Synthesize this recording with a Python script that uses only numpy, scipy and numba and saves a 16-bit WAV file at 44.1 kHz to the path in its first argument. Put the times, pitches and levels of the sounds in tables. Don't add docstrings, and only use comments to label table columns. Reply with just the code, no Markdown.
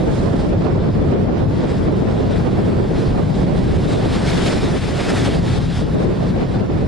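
import sys
import numpy as np
from scipy import signal
from scipy.fft import rfft, irfft, dct, next_fast_len
from scipy.io import wavfile
from scipy.ndimage import uniform_filter1d, map_coordinates
from numba import njit

SR = 44100
rng = np.random.default_rng(int(sys.argv[2]) if len(sys.argv) > 2 else 0)


def to_linear_factor(level_db):
    exponent = np.asarray(level_db, float) / 20
    return 10 ** exponent


def store_wav(level_fs):
    pcm = np.round(np.clip(np.atleast_2d(level_fs), -1, 1) * 32767)
    wavfile.write(sys.argv[1], SR, pcm.T.astype(np.int16))


N = 303011


def unit(x):
    return x / np.sqrt(np.mean(x ** 2) + 1e-20)


def along(points, hz):
    f, v = np.transpose(points)
    return np.interp(np.log(hz + 1), np.log(f + 1), v)


def curves(rows):
    s, *cols = np.transpose(rows)
    return [np.interp(np.arange(N) / SR, s, c) for c in cols]


def bumps(rows):
    t = np.arange(N) / SR
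    return sum(db * np.exp(-4 * ((t - s) / max(length, .01)) ** 2) for s, db, length in rows)


def wobble(rate_hz):
    knots = rng.standard_normal((2, int(N * rate_hz / SR) + 4))
    return np.array([map_coordinates(k, [np.arange(N) * rate_hz / SR]) for k in knots])


def filtered(x, response):
    m = next_fast_len(N + 8192)
    return irfft(rfft(x, m) * response(np.fft.rfftfreq(m, 1 / SR)), m)[..., :N]


def sides(db):
    return to_linear_factor(np.array([db / 2, -db / 2]))


def rush(spectrum, alike, patchy_db):
    z = signal.stft(rng.standard_normal((2, N)), nperseg=512)[2]
    field = uniform_filter1d(rng.standard_normal(z.shape[1:]), size=8, axis=0)
    field = uniform_filter1d(field, size=10, axis=1)
    pair = signal.istft(z * to_linear_factor(patchy_db * unit(field)), nperseg=512)[1][:, :N]

    def mid_side_response(hz):
        likeness = np.clip(along(alike, hz), -.9, 1)
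        side_share = np.tan(np.arccos(likeness) / 2)
        return to_linear_factor(along(spectrum, hz)) * [np.ones_like(hz), side_share]

    mid, side = filtered(pair, mid_side_response)
    return np.array([mid + side, mid - side]) / np.std(mid)


# frequency in Hz, density in dB per Hz.
WIDE_HISS = [(4500, -31), (5400, -14), (5950, 2), (6500, -1), (7200, -6), (8200, -1), (10500, -4.5),
             (12000, -9)]


def wide_hiss():
    hiss = unit(filtered(rng.standard_normal(N), lambda hz: to_linear_factor(along(WIDE_HISS, hz))))
    level_db = -54 + 0.3 * (curves(SEA)[0] + 36.5)
    level_db = level_db + 0.88 * wobble(9.0)[0] + 2.0 * bumps(BLOWN_SPRAY)
    return to_linear_factor(level_db) * np.array([hiss, -hiss])


# time in seconds, level in dB.
SEA = [(0, -42), (.42, -40.5), (.52, -44), (1.35, -45.5), (1.7, -43.5), (2.8, -40), (3.02, -40),
       (3.14, -40.5), (4.06, -34.5), (4.21, -29.5), (4.52, -30), (4.82, -34.5), (5.25, -30), (5.38, -35.5),
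       (5.62, -34), (5.68, -40), (6.1, -42), (6.87, -46.5)]
# centre in seconds, lift
# in dB (negative: dip), length in seconds.
SPLASHES = [(.15, 2.5, .05), (1.12, 0.5, 0.088), (1.65, 2.5, 0.28), (1.78, 1.5, 0.13), (1.98, 2, .05),
            (2.35, 2.5, 0.24), (3.33, 0.5, 0.045), (3.6, 1, 0.14), (3.92, 2.5, 0.07), (4.69, -1, 0.032),
            (5.5, 1, 0.098), (5.78, 8, 0.1), (6.03, 4, 0.028), (.4, 1.5, .06), (2.22, 1, 0.032),
            (3.02, 2.5, 0.14), (4.22, -3, .06), (4.14, .4, .06), (5.73, 1.5, .05), (4.45, 1, .1),
            (5.55, 2, .04), (3.1, 2, .05), (2.4, 1.5, .05), (3.53, -2, .06), (4.32, 1, 0.11), (4.5, 1, .1),
            (0.27, 1, .05), (5.01, 1.5, 0.025), (5.1, 3, 0.026), (5.18, 3, 0.063), (5.26, 3.5, 0.048),
            (5.6, -1, .05), (6.55, 3, 0.079), (5.7, 2, .05), (5.42, 0.5, .06), (6.3, 1.5, .04),
            (4.58, -0.5, .05), (4.9, 0.5, .06), (2.5, -2, .06), (3.48, -2.5, .06), (0.65, 0, .08),
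            (1.7, 2, .06), (6.3, 2, .06), (6.8, 1.5, .06)]
# centre in seconds, lift in dB, length in seconds.
BLOWN_SPRAY = [
    (.15, 3, .6),
]
# centre in seconds, left-right in dB, length in
# seconds.
SWEEPS = [
    (5.5, 3.5, 0.34),
    (6.4, 5, .1),
    (2.4, 3, 0.074),
    (5.1, 3, 0.089),
    (4.4, 2, .1),
    (0.16, -5.5, 0.33),
    (1.12, -8.5, .08),
    (5.8, 4, .1),
]
# centre in seconds, width in dB, length in
# seconds.
SPREADS = [(.9, -4, .3), (1.5, -4, .4), (2.65, -12, .9), (3.05, -8, .1), (3.9, -6, .5), (4.17, -15, .12),
           (4.4, 5, .25), (4.63, -14, .06), (4.85, 3, .2), (5.1, -12, .2), (5.26, 5, .05), (5.39, -20, .14),
           (5.57, 5, .12), (5.72, -10, .06), (5.88, -8, .15), (6.25, -5, .2)]
# frequency in Hz, density in dB per Hz.
FOAM = [(410, -24), (700, -1), (1020, -5.5), (1830, -5), (2530, -9), (3010, -9.5), (3520, -7.5),
        (5210, -13), (6200, -24.5), (8060, -35), (13600, -120)]
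# frequency in Hz, density in dB per Hz.
SPRAY = [(3290, -35.5), (5600, -2), (6100, -3.5), (7250, -1), (9410, -5.5), (10800, -12), (11600, -19.5),
         (15000, -51), (22000, -120)]
# frequency in Hz, left-right likeness from -1 to 1.
SEA_ALIKE = [(700, 1), (1800, 1), (3000, 0.85), (3700, .96), (5000, 1), (5900, 0.5), (7200, 0.97),
             (9000, -0.18), (11500, -0.2)]


def sea():
    lull_share = 0.23
    foam_db = curves(SEA)[0] + bumps(SPLASHES) - lull_share * bumps(LULLS)
    spray_db, spray_db_per_foam_db = -16, 0.29
    bright_db = spray_db + spray_db_per_foam_db * (foam_db - foam_db.mean()) + bumps(BLOWN_SPRAY)
    pan_db = -0.45 + 1.6 * wobble(4.4)[0] + bumps(SWEEPS)
    churn = to_linear_factor(0.58 * wobble(17)[0] + 0.81 * wobble(60)[0])
    foam = rush(FOAM, SEA_ALIKE, patchy_db=1.1)
    spray = to_linear_factor(bright_db - 0.47) * rush(SPRAY, SEA_ALIKE, patchy_db=1.0)
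    left, right = sides(pan_db) * foam
    mid = (left + right) / 2
    side = to_linear_factor(bumps(SPREADS)) * (left - right) / 2
    surf = np.array([mid + side, mid - side]) + sides(pan_db) * spray
    return to_linear_factor(foam_db + 3.0) * churn * surf


# centre in seconds, lift in dB, length in seconds.
SURGES = [(.9, 6.5, .1), (1.22, 6, .12), (1.47, 6, 0.053), (1.95, 6.5, .2), (2.2, 4, 0.16), (2.47, 8, .08),
          (2.68, 7.5, 0.23), (2.9, 5, .1), (3.15, 8, .15), (3.4, 7.5, .08), (3.6, 7.5, .12), (3.8, 11, .07),
          (4.08, 6, .08), (4.57, 11.5, .08), (4.68, 7.5, 0.066), (5.93, 7, .06), (6.35, 7, .07)]
# frequency in Hz, density in dB per Hz.
THRUM = [(70, -60), (125, -8), (150, -0.5), (190, -0.5), (230, -9), (400, -60.5)]


def thrum():
    resonance = rush(THRUM, [(150, .6)], patchy_db=0.3)
    return to_linear_factor(-30.5 + bumps(SURGES)) * sides(1.7)[:, None] * resonance


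# time in seconds, eddy strength in dB, slow pressure in dB.
GALE = [(0, -25, -18.5), (.4, -24.5, -18), (.6, -23.5, -18), (1.1, -22.5, -16.5), (1.7, -26.5, -21),
        (2.1, -24.5, -18), (2.75, -23.5, -19), (3.3, -25.5, -17), (3.7, -24, -15), (4.1, -24.5, -18.5),
        (4.7, -24, -19.5), (5.0, -28.5, -22), (5.25, -25.5, -18), (5.6, -28.5, -17.5), (5.9, -25, -20),
        (6.2, -26, -21), (6.55, -25.5, -19), (6.87, -29.5, -19.5)]
# centre in seconds, depth in dB (negative: a brief swell), length in
# seconds.
LULLS = [(.92, 3.5, 0.054), (1.3, 2, 0.054), (1.88, -4, 0.033), (2.89, 3.5, 0.13), (4.61, 6, 0.05),
         (4.81, 7.5, 0.051), (5.38, 0, 0.05), (5.66, 3, 0.037), (5.76, 9.5, 0.094), (5.89, 5.5, 0.12),
         (6.18, 3.5, 0.074), (6.32, 4.5, 0.052), (6.47, 6, 0.049), (6.68, 6.5, 0.027), (3.27, 4, .06),
         (5.7, 3, .08), (4.92, 3, .1), (.16, 3, .05), (1.47, 2.5, .05), (.59, 2.5, .05), (6.52, 3, .05)]
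# frequency in Hz, density in dB per Hz.
PRESSURE = [(8.8, -57), (15, -9), (97, 2.5), (171, 0.5), (300, -14), (390, -16.5), (660, -120)]
# frequency in Hz, left-right likeness from -1 to 1.
PRESSURE_ALIKE = [(25, 0.5), (60, 1), (130, 0.68), (250, 0.07)]
# frequency in Hz, density in dB per Hz.
EDDIES = [(90, -47), (170, -2.5), (260, -1.5), (400, -3), (600, -9), (900, -18), (1400, -25.5),
          (2500, -35.5), (5000, -48.5), (9000, -67)]
# frequency in Hz, left-right likeness from -1 to 1.
EDDY_ALIKE = [(150, 0.15), (300, -0.014), (1200, 0.076), (5000, -0.27)]
# frequency in Hz, left-right difference in dB.
PORT_TILT = [(60, 0), (180, 3.5), (340, -0.7), (700, -3.5), (1500, -1)]


def gale():
    roar_db, pressure_db = curves(GALE)
    lull_db = bumps(LULLS)
    roar_db = roar_db - lull_db
    pressure_db = pressure_db - 0.48 * lull_db
    pan_db = 1.5 * wobble(16)[0]
    slow = rush(PRESSURE, PRESSURE_ALIKE, patchy_db=0.5) * to_linear_factor(1.4 * wobble(15))
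    lumps = to_linear_factor(0.94 * wobble(11) + 1.9 * wobble(45))
    small = rush(EDDIES, EDDY_ALIKE, patchy_db=1.0) * lumps
    both = to_linear_factor(pressure_db + 1.22) * slow + to_linear_factor(roar_db + 4.0) * small
    return sides(pan_db) * filtered(both, lambda hz: sides(along(PORT_TILT, hz) - .4))


def scene():
    return wide_hiss() + sea() + thrum() + gale()


@njit
def recover(need, fall, rise):
    gain, g = np.empty_like(need), 1.0
    for i in range(len(need)):
        g += (fall if need[i] < g else rise) * (need[i] - g)
        gain[i] = g
    return gain


# frequency in Hz, louder channel over the step in dB.
OVER_STEP = [(340, 40), (1000, 15), (1700, 12), (2400, 11.5), (3800, 10), (5300, 10), (5850, 1), (6600, 2),
             (7200, 1), (8500, 2), (9300, 3), (10500, -.5), (11500, -8)]
# frequency in Hz, scatter in dB.
FRAME_JITTER = [(4800, 1), (6000, 2), (11000, 3)]


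def lapped_rounding(x):
    h, lead = 1024, 156
    rise = np.cumsum(np.kaiser(h + 1, 4 * np.pi))
    window = np.sqrt(np.r_[rise[:h], rise[h - 1::-1]] / rise[-1])
    pair = np.pad([x[0] + x[1], x[0] - x[1]], ((0, 0), (lead + h, 3 * h - (N + lead) % h)))
    halves = pair.reshape(2, -1, h)
    blocks = np.concatenate([halves[:, :-1], halves[:, 1:]], axis=2) * window
    a, b, c, d = np.split(blocks, 4, axis=2)
    folded = np.concatenate([-c[..., ::-1] - d, a - b[..., ::-1]], axis=2)
    lines = dct(folded, type=4, norm="ortho")

    power = uniform_filter1d((lines.reshape(2, -1, 32, 32) ** 2).mean(axis=3), size=3, axis=1)
    own_db = 10 * np.log10(np.abs(power) + 1e-14)
    hz = (np.arange(32) + .5) * SR / 64
    louder_db = own_db.max(axis=0)
    hidden_db = np.minimum(louder_db - own_db, 15) * (hz > 1400)
    drift = uniform_filter1d(rng.standard_normal(power.shape), size=5, axis=1)
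    drift = unit(uniform_filter1d(drift, size=3, axis=2))
    follows = .45
    step_db = follows * louder_db + (1 - follows) * np.median(louder_db, axis=0)
    step_db = step_db + along(FRAME_JITTER, hz) * rng.standard_normal((2, len(step_db), 1))
    band_jitter = unit(uniform_filter1d(rng.standard_normal(power.shape), size=2, axis=1))
    step_db = step_db + 4.5 * band_jitter
    step_db += hidden_db * (1.25 + .45 * drift)
    step = to_linear_factor(np.repeat(step_db - along(OVER_STEP, hz), 32, axis=2))
    rounded = np.floor((np.abs(lines) / step) ** .75 + .4054) ** (4 / 3)
    lines = np.sign(lines) * step * rounded

    u, v = np.split(dct(lines, type=4, norm="ortho"), 2, axis=2)
    blocks = np.concatenate([v, -v[..., ::-1], -u[..., ::-1], -u], axis=2) * window
    first, second = np.split(blocks, 2, axis=2)
    mid, side = (second[:, :-1] + first[:, 1:]).reshape(2, -1)[:, lead:lead + N] / 2
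    return np.array([mid + side, mid - side])


def top_cut(x):
    return signal.sosfilt(signal.butter(12, 11710, fs=SR, output="sos"), x)


def record(dry):
    need = np.minimum(1, to_linear_factor(-8.0) / (np.abs(dry).max(axis=0) + 1e-9))
    fall_s, rise_s = 0.00091, .06
    x = dry * recover(need, 1 / (fall_s * SR), 1 / (rise_s * SR))
    x = x / (1 + np.abs(x / 0.59) ** 5) ** (1 / 5)
    mix = lapped_rounding(x) + .0035
    return top_cut(mix)


dry = scene()
out = record(dry)
store_wav(out)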